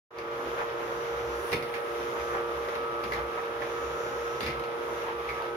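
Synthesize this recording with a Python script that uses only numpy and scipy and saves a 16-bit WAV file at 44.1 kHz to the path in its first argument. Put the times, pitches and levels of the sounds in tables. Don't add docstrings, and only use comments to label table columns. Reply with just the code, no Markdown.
import sys
import numpy as np
from scipy import signal
from scipy.fft import rfft, irfft, next_fast_len
from scipy.io import wavfile
from scipy.ndimage import map_coordinates

SR = 44100
rng = np.random.default_rng(int(sys.argv[2]) if len(sys.argv) > 2 else 0)


def output_pcm(signal):
    pcm = np.clip(np.atleast_2d(signal).T, -1, 1) * 32767
    wavfile.write(sys.argv[1], SR, np.round(pcm).astype(np.int16))


N = 245195
TIME = np.arange(N) / SR


def amp(db):
    return 10 ** (np.asarray(db) / 20)


def along(points, hz):
    f, v = np.transpose(points)
    return np.interp(np.log(hz + 1), np.log(f + 1), v)


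def curves(rows):
    times, *columns = np.transpose(rows)
    return [np.interp(TIME, times, column) for column in columns]


def swells(rows):
    return sum(amp(db) * np.exp(-((TIME - s) / half) ** 2) for s, db, half in rows)


def wobble(rate):
    return map_coordinates(rng.standard_normal(int(N * rate / SR) + 4), [TIME * rate])


def filtered(x, response):
    size = next_fast_len(N + SR // 2)
    return irfft(rfft(x, size) * response(np.fft.rfftfreq(size, 1 / SR)), size)[..., :N]


# f/Hz, likeness (1 same, -1 opposite)
LIKENESS = [(100, 0.98), (350, 0.98), (550, 0.73), (800, 0.47), (1050, 0.27), (1400, -0.71), (1900, 0.17),
            (2800, 0.021), (5000, -0.058), (12000, 0.0016)]
def spread(pair):
    turn = lambda hz: np.arccos(np.clip(along(LIKENESS, hz), -1, 1)) / 2
    mid, side = filtered(pair, lambda hz: np.array([np.cos(turn(hz)), np.sin(turn(hz))]))
    return np.array([mid + side, mid - side])


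def rush(spectrum, flutter=1):
    white = flutter * rng.standard_normal((2, N))
    noise = spread(filtered(white, lambda hz: amp(along(spectrum, hz))))
    return noise / np.sqrt(np.mean(noise ** 2) + 1e-20)


def shaft_tones(shaft_hz, table, drift):
    angle = 2 * np.pi * np.cumsum(shaft_hz) / SR
    out = np.zeros((2, N))
    loudest_db = max(db for _, db, _, _ in table)
    for multiple, db, wander_db, lead in table:
        stray = min(1, (loudest_db - db) / 12) * .8 * wobble(7)
        phase = multiple * angle + rng.uniform(0, 2 * np.pi) + stray
        level = db + np.clip(wander_db, 0, 5) * np.tanh(wobble(8))
        apart = (lead + drift * multiple * wobble(2.88)) / 2
        out += np.sqrt(2) * amp(level) * np.sin([phase + apart, phase - apart])
    return out


def resonate(x, notes, pitch):
    f = np.fft.rfftfreq(x.shape[-1], 1 / SR) / pitch
    gain = sum((-1) ** k * amp(db) * 1j * f * width / (hz * hz - f * f + 1j * f * width)
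               for k, (hz, width, db) in enumerate(notes))
    return irfft(rfft(x) * gain / np.sqrt(np.mean(np.abs(gain) ** 2)), x.shape[-1])


# t/s, f/Hz
FAN_SPEED = [(0.3, 116), (0.6, 117.2), (0.8, 116.3), (1.2, 117.2), (1.6, 117.6), (2.0, 117), (2.3, 117.6),
             (2.6, 116.9), (2.9, 117.1), (3.6, 116.5), (4.1, 117.6), (4.6, 117.3), (4.9, 116.9),
             (5.1, 117.1), (5.3, 116.4), (5.54, 116.9)]
# t/s, then level/dB for hum, low whistle, high whistle
FAN_LEVELS = [(0.3, -42, -49, -52.5), (0.6, -40.5, -51, -50.5), (1.3, -38, -56, -54),
              (1.6, -40.5, -54.5, -51.5), (2.1, -38.5, -49, -52.5), (2.3, -38.5, -45.5, -47.5),
              (2.68, -39, -46.5, -52.5), (2.8, -39, -43.5, -45.5), (2.98, -39.5, -44.5, -43),
              (3.1, -41, -47.5, -48), (3.4, -40.5, -46.5, -46), (3.6, -40.5, -55, -55.5),
              (3.8, -39, -46.5, -47.5), (4.2, -40, -61, -52.5), (4.34, -39.5, -58, -43),
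              (4.46, -42, -54, -50.5), (4.51, -42, -61, -46), (4.61, -40.5, -58, -46),
              (4.75, -40, -55, -49.5), (5.12, -40.5, -50, -54), (5.4, -44, -48, -46.5),
              (5.54, -39, -70, -49.5)]
# cycles per turn, level/dB, wander/dB (held to 0-5), left ear's lead/rad
HUM_TONES = [(1, -24, 3.5, 0.5), (3, -10, 4.5, 0.27), (4, 0, 1, 0.5), (5, -9.5, 2.5, 0.65),
             (7, -16.5, 6, 0.5), (8, -20.5, -1.5, 1.5), (9, -15, 5, -2.2), (12, -14, 6, -2),
             (13, -14, 3, -2.5)]
def fan():
    hum_db, low_db, high_db = curves(FAN_LEVELS)
    shaft_hz = curves(FAN_SPEED)[0] * (1 + 0.0012 * wobble(40))
    hum = amp(hum_db + 2.5) * shaft_tones(shaft_hz, HUM_TONES, drift=0.049)
    low_whistle = amp(low_db + 3.5) * shaft_tones(shaft_hz, [(10, 0, 1, -1.3)], drift=.04)
    high_whistle = amp(high_db + 5.5) * shaft_tones(shaft_hz, [(11, 0, 1, -1.3)], drift=.03)
    return hum + low_whistle + high_whistle


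BRUSH_TONES = [(1, -63.5, 6, 0), (2.01, -65, -2, 0), (3.01, -60, 0, -0.75), (3.82, -56.5, 13, 0.38),
               (4.18, -57.5, 9.5, -0.051), (5.56, -57.5, 9, 0.17), (6.4, -56, 5, -0.13),
               (7.14, -53, 0, -0.57)]
# f/Hz, level/dB
WHIR_SPECTRUM = [(600, -31), (1400, -1.5), (1850, -1.5), (2250, -0.5), (2800, -4.5), (3600, -8),
                 (4300, -17), (5800, -17), (7500, -45), (12000, -56)]
def brush(drive, nearness):
    shaft_hz = 133.2 * (1 + 0.0123 * wobble(6))
    motor = shaft_tones(shaft_hz, BRUSH_TONES, drift=0.21)
    catch = amp(np.sin(2 * np.pi * np.cumsum(shaft_hz) / SR) + 0.63 * wobble(260))
    whir = amp(-46.5 + 2 * drive + 1.1 * wobble(24.99)) * rush(WHIR_SPECTRUM, catch)
    return motor + nearness * whir


# f/Hz, level/dB
AIR_SPECTRUM = [(30, -33), (90, -16), (180, -14), (275, -7), (300, -12), (335, -1), (420, 1.5), (540, 1.5),
                (660, -3), (780, -5.5), (990, -1.5), (1110, -3.5), (1350, 0.5), (1800, -10.5),
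                (3200, -41.5)]
def air(drive):
    return amp(-39 + 2 * drive + 0.15 * wobble(4.3)) * rush(AIR_SPECTRUM, amp(1.27 * wobble(120)))


# f/Hz, level/dB
HISS_SPECTRUM = [(1500, -34), (3500, 9), (5000, 4.5), (6500, 7.5), (7500, 3), (9200, 3), (10800, 4.5),
                 (11900, 8), (13500, 1.5), (15700, -21)]
def bristle_hiss(drives):
    resting = amp(-61.5)
    dragging = amp([db for _, _, _, db in WHEEL_RUNS]) @ drives
    return np.hypot(resting, dragging) * rush(HISS_SPECTRUM, amp(0.39 * wobble(330)))


# t/s, level/dB, half length/s
ROCKING = [(1.25, -51, 0.15), (2.25, -47, 0.053), (2.67, -61.5, .07), (3.18, -43.5, 0.084),
           (3.87, -56, 0.16), (4.5, -42, .11), (5.33, -55, 0.05)]
# f/Hz, level/dB
RUMBLE_SPECTRUM = [(20, -42), (45, -26), (56, -12), (62, 2.5), (70, -0.5), (78, -11), (108, -23),
                   (122, -9.5), (136, -5.5), (152, -19), (300, -55), (1000, -80)]
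def rumble(drive):
    return (amp(-59.5 + 3.5 * drive) + swells(ROCKING)) * rush(RUMBLE_SPECTRUM)


# t/s, level/dB, length/s, head-on (0 glancing to 1 straight), pitch factor
HITS = [(0.186, -37.5, 0.048, 0.65, 1), (1.519, -34, 0.061, 0.9, 0.94), (1.529, -26, 0.049, 0.94, 1.08),
        (1.533, -30.5, 0.049, 0.25, 0.97), (1.625, -38.5, 0.065, 0.97, 0.99),
        (1.739, -36, 0.16, 0.29, 1.01), (2.686, -37.5, 0.047, 0.63, 0.91), (2.753, -42.5, 0.048, 0.97, 1),
        (3.038, -41, 0.074, 1, 1.15), (3.121, -33, 0.066, 0.45, 0.92), (3.134, -35.5, 0.094, 0.58, 0.94),
        (3.62, -36.5, 0.072, 0.061, 0.9), (4.406, -37, 0.12, 0.97, 0.91), (4.43, -37, 0.14, 0.84, 1.1),
        (4.463, -34.5, 0.24, 0.66, 1.03), (4.596, -44.5, 0.05, 0.99, 1.13), (4.638, -40.5, 0.056, 0.6, 1.1),
        (5.2892, -32, .015, 0.02, 1.03), (5.295, -40.5, .19, 0.29, 0.92), (5.422, -44.5, 0.018, 0.89, 0.59)]
# f/Hz, level/dB
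WALL_NOTES = [(1890, -3.5), (2210, 3.5), (2540, -9)]
# f/Hz, width/Hz, level/dB
SHELL_NOTES = [(940, 650, -4), (1320, 160, -2), (1470, 64, -4), (2100, 500, 3.5), (2740, 210, -7),
               (3820, 230, -26)]
# f/Hz, level/dB
SNAP_SPECTRUM = [(800, -32), (2800, 3.5), (4400, 3), (5500, -1), (7000, -14.5), (10000, -7), (12500, -6),
                 (16000, -19)]
THUD_SPECTRUM = [(25, -42), (65, -11), (115, 0.5), (200, -0.5), (350, 3), (520, 0), (1000, -17),
                 (3000, -80)]
def bumper():
    t = np.arange(SR // 2) / SR
    decay = lambda seconds: amp(-60 * t / seconds)
    rise = lambda seconds: 1 - np.exp(-t / seconds)
    ring, (thud_power, snap_power) = np.zeros((2, 2, N + SR))
    for s, db, length, head_on, pitch in HITS:
        span = slice(round(s * SR), round(s * SR) + len(t))
        wall = sum(amp(level) * np.sin(2 * np.pi * (hz * pitch * t + rng.random()))
                   for hz, level in WALL_NOTES)
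        blow = wall * decay(0.016) * rise(0.0009)
        shaking = amp(db) * decay(length) * rng.standard_normal((2, len(t)))
        chatter = resonate(shaking, SHELL_NOTES, pitch)
        ring[:, span] += amp(db + 8 - 10 * head_on) * blow / np.abs(blow).max() + chatter
        snap = decay(0.8 * length) + amp(0.5) * decay(0.0073)
        snap_power[span] += (amp(db - 16.5 + 14 * head_on) * snap) ** 2
        thud = decay(0.063 + 0.71 * length) + amp(-0.5) * decay(0.031)
        thud_power[span] += (amp(db - 18 + 16.5 * head_on) * thud) ** 2 * rise(0.0011)
    snaps = np.sqrt(snap_power[:N]) * rush(SNAP_SPECTRUM, flutter=amp(3 * wobble(900)))
    thuds = np.sqrt(thud_power[:N]) * rush(THUD_SPECTRUM)
    return ring[:, :N] + snaps + thuds


# f/Hz, time to fall 60 dB/s
ECHO_TIMES = [(150, 0.36), (1000, 0.24), (4000, 0.29), (12000, 0.13)]
def room(x):
    hz, t, noise = signal.stft(rng.standard_normal((2, SR // 2)), SR, nperseg=256)
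    dying = noise * amp(-60 * t / along(ECHO_TIMES, hz)[:, None])
    tail = signal.istft(dying, SR, nperseg=256)[1]
    return spread(signal.fftconvolve(x, tail / np.linalg.norm(tail[0]), axes=1)[:, :N])


# start t/s, stop t/s, whine level/dB, bristle hiss level/dB
WHEEL_RUNS = [(0.295, 0.628, -63.5, -55.5), (0.718, 1.512, -59.5, -56), (1.82, 2.343, -59, -54),
              (2.45, 2.733, -61, -57), (2.972, 3.152, -59, -54.5), (3.25, 3.42, -60, -59),
              (3.525, 4.442, -56.5, -57.5), (4.739, 5.039, -61, -55.5), (5.17, 5.38, -66, -57)]
def wheel_drives(spin_up_s=.08, coast_s=.09):
    since = lambda s: np.maximum(TIME - s, 0)
    return np.array([(1 - np.exp(-since(start) / spin_up_s)) * np.exp(-since(stop) / coast_s)
                     for start, stop, _, _ in WHEEL_RUNS])


# t/s, f/Hz
MOTOR_SPEED = [(.62, 135.3), (1.08, 133.7), (1.2, 135.4), (1.37, 133.5), (1.44, 135.5), (1.51, 134),
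               (2.05, 134.4), (2.22, 140.2), (2.33, 137), (2.5, 132.5), (3.1, 137), (3.4, 131),
               (3.68, 138.8), (3.88, 134.8), (4.05, 138.7), (4.17, 133.5), (4.27, 136.2), (4.4, 134.3),
               (4.98, 136.5), (5.35, 134)]
GEAR_TONES = [(12.54, 5, 2, 1.5), (34.4, -6, 5, 1.5), (38.2, -9, 4, 1), (39.15, -4.5, 4, 1.5),
              (40.2, -7, 4, 0.5), (43, -1, 3, -1.2), (44, -.5, 3, 1.2), (45.8, -11, 3, 1.5),
              (47.7, -10, 3, -2), (48.7, -8, 3, 2), (49.7, -6, 3, 1.8), (50.6, -9, 3, .8)]
def wheels(drives, sag_hz=17):
    shaft_hz = curves(MOTOR_SPEED)[0] - sag_hz * (1 - drives.sum(axis=0))
    volume = amp([db - 6 for _, _, db, _ in WHEEL_RUNS]) @ drives ** 1.6
    gear_slack = 1 + .0007 * wobble(30) + .0004 * wobble(300)
    tooth_load = amp(2 * np.tanh(wobble(14)))
    whine = shaft_tones(shaft_hz * gear_slack, GEAR_TONES, drift=0.019)
    return volume * tooth_load * whine * amp([[1], [-1]])


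# t/s, level/dB, half length/s
TILE_JOINTS = [(.39, -46, .03), (.605, -31.5, 0.03), (.83, -39, 0.042), (1.06, -49, .04),
               (2.19, -38, 0.049), (2.366, -33, 0.048), (2.74, -38.5, 0.064), (3.19, -35, 0.057),
               (3.386, -32.5, 0.021), (3.63, -38, 0.024), (5.085, -37.5, 0.03), (5.405, -39, 0.033)]
# f/Hz, level/dB
SCUFF_SPECTRUM = [(250, -13), (480, 7), (700, 0.5), (1000, 4), (1450, 2), (2300, -6.5), (3500, -21.5),
                  (8000, -50)]
def scuffs():
    return swells(TILE_JOINTS) * rush(SCUFF_SPECTRUM, amp(1.2 * wobble(350)))


# t/s, level/dB
JOLTS = [(0.599, -36), (0.629, -25.5), (2.35, -33), (2.369, -28), (3.379, -34), (5.065, -26), (5.09, -27),
         (5.399, -25.5), (5.412, -28.5)]
# f/Hz, width/Hz, level/dB
BODY_NOTES = [(770, 220, -4), (1010, 150, 1.5), (1340, 180, -11)]
def clunks(rattle_s=0.036):
    volume = sum(amp(db - 8 - 60 * np.abs(TIME - s) / rattle_s) * (TIME >= s) for s, db in JOLTS)
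    return spread(resonate(volume * rng.standard_normal((2, N)), BODY_NOTES, pitch=0.99))


# t/s, level/dB
SWISH_LEVELS = [(1.2, -93.5), (1.36, -58), (1.47, -49), (1.55, -48), (1.62, -58), (1.74, -55.5),
                (1.92, -59), (2.1, -63)]
# f/Hz, level/dB
SWISH_SPECTRUM = [(6000, -40), (8500, -9), (9500, -1.5), (10300, -6), (13000, -11), (16000, -15)]
def chair_swish():
    return amp(curves(SWISH_LEVELS)[0]) * rush(SWISH_SPECTRUM)


def scene():
    drives = wheel_drives()
    drive = drives.sum(axis=0)
    nearness = amp(0.05 * (N / 2 / SR - TIME))
    knocks = amp(0.6) * bumper() + clunks()
    cleaning = fan() + brush(drive, nearness) + nearness * air(drive)
    bristles = bristle_hiss(drives) + chair_swish()
    rolling = rumble(drive) + scuffs() + wheels(drives)
    return cleaning + bristles + rolling + knocks + amp(-1) * room(knocks)


# t/s, level/dB
FADE_IN = [(.105, -17), (.17, -6.5), (.2, -3.5), (.35, -1)]
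# f/Hz, level/dB
MIC_DIP = [(6900, 0.5), (7500, -4.5), (8200, -14), (8600, -5.5), (9000, -1.5)]
# f/Hz, level/dB
MIC_BALANCE = [(60, 0.5), (110, -2.5), (200, 2.5), (380, -3.5), (700, -0.5), (1290, -0.5), (2380, -1.5),
               (4400, 3.5), (8120, -1), (15000, 3)]
def record(dry, silence_s=.105, top_hz=15750):
    opening = np.clip((TIME - silence_s) / 0.0038, 0, 1) * amp(curves(FADE_IN)[0])
    colour = lambda hz: amp(along(MIC_DIP, hz) + np.array([[.5], [-.5]]) * along(MIC_BALANCE, hz))
    return filtered(filtered(dry * opening, colour), lambda hz: hz < top_hz)


dry = scene()
out = record(dry)
output_pcm(out)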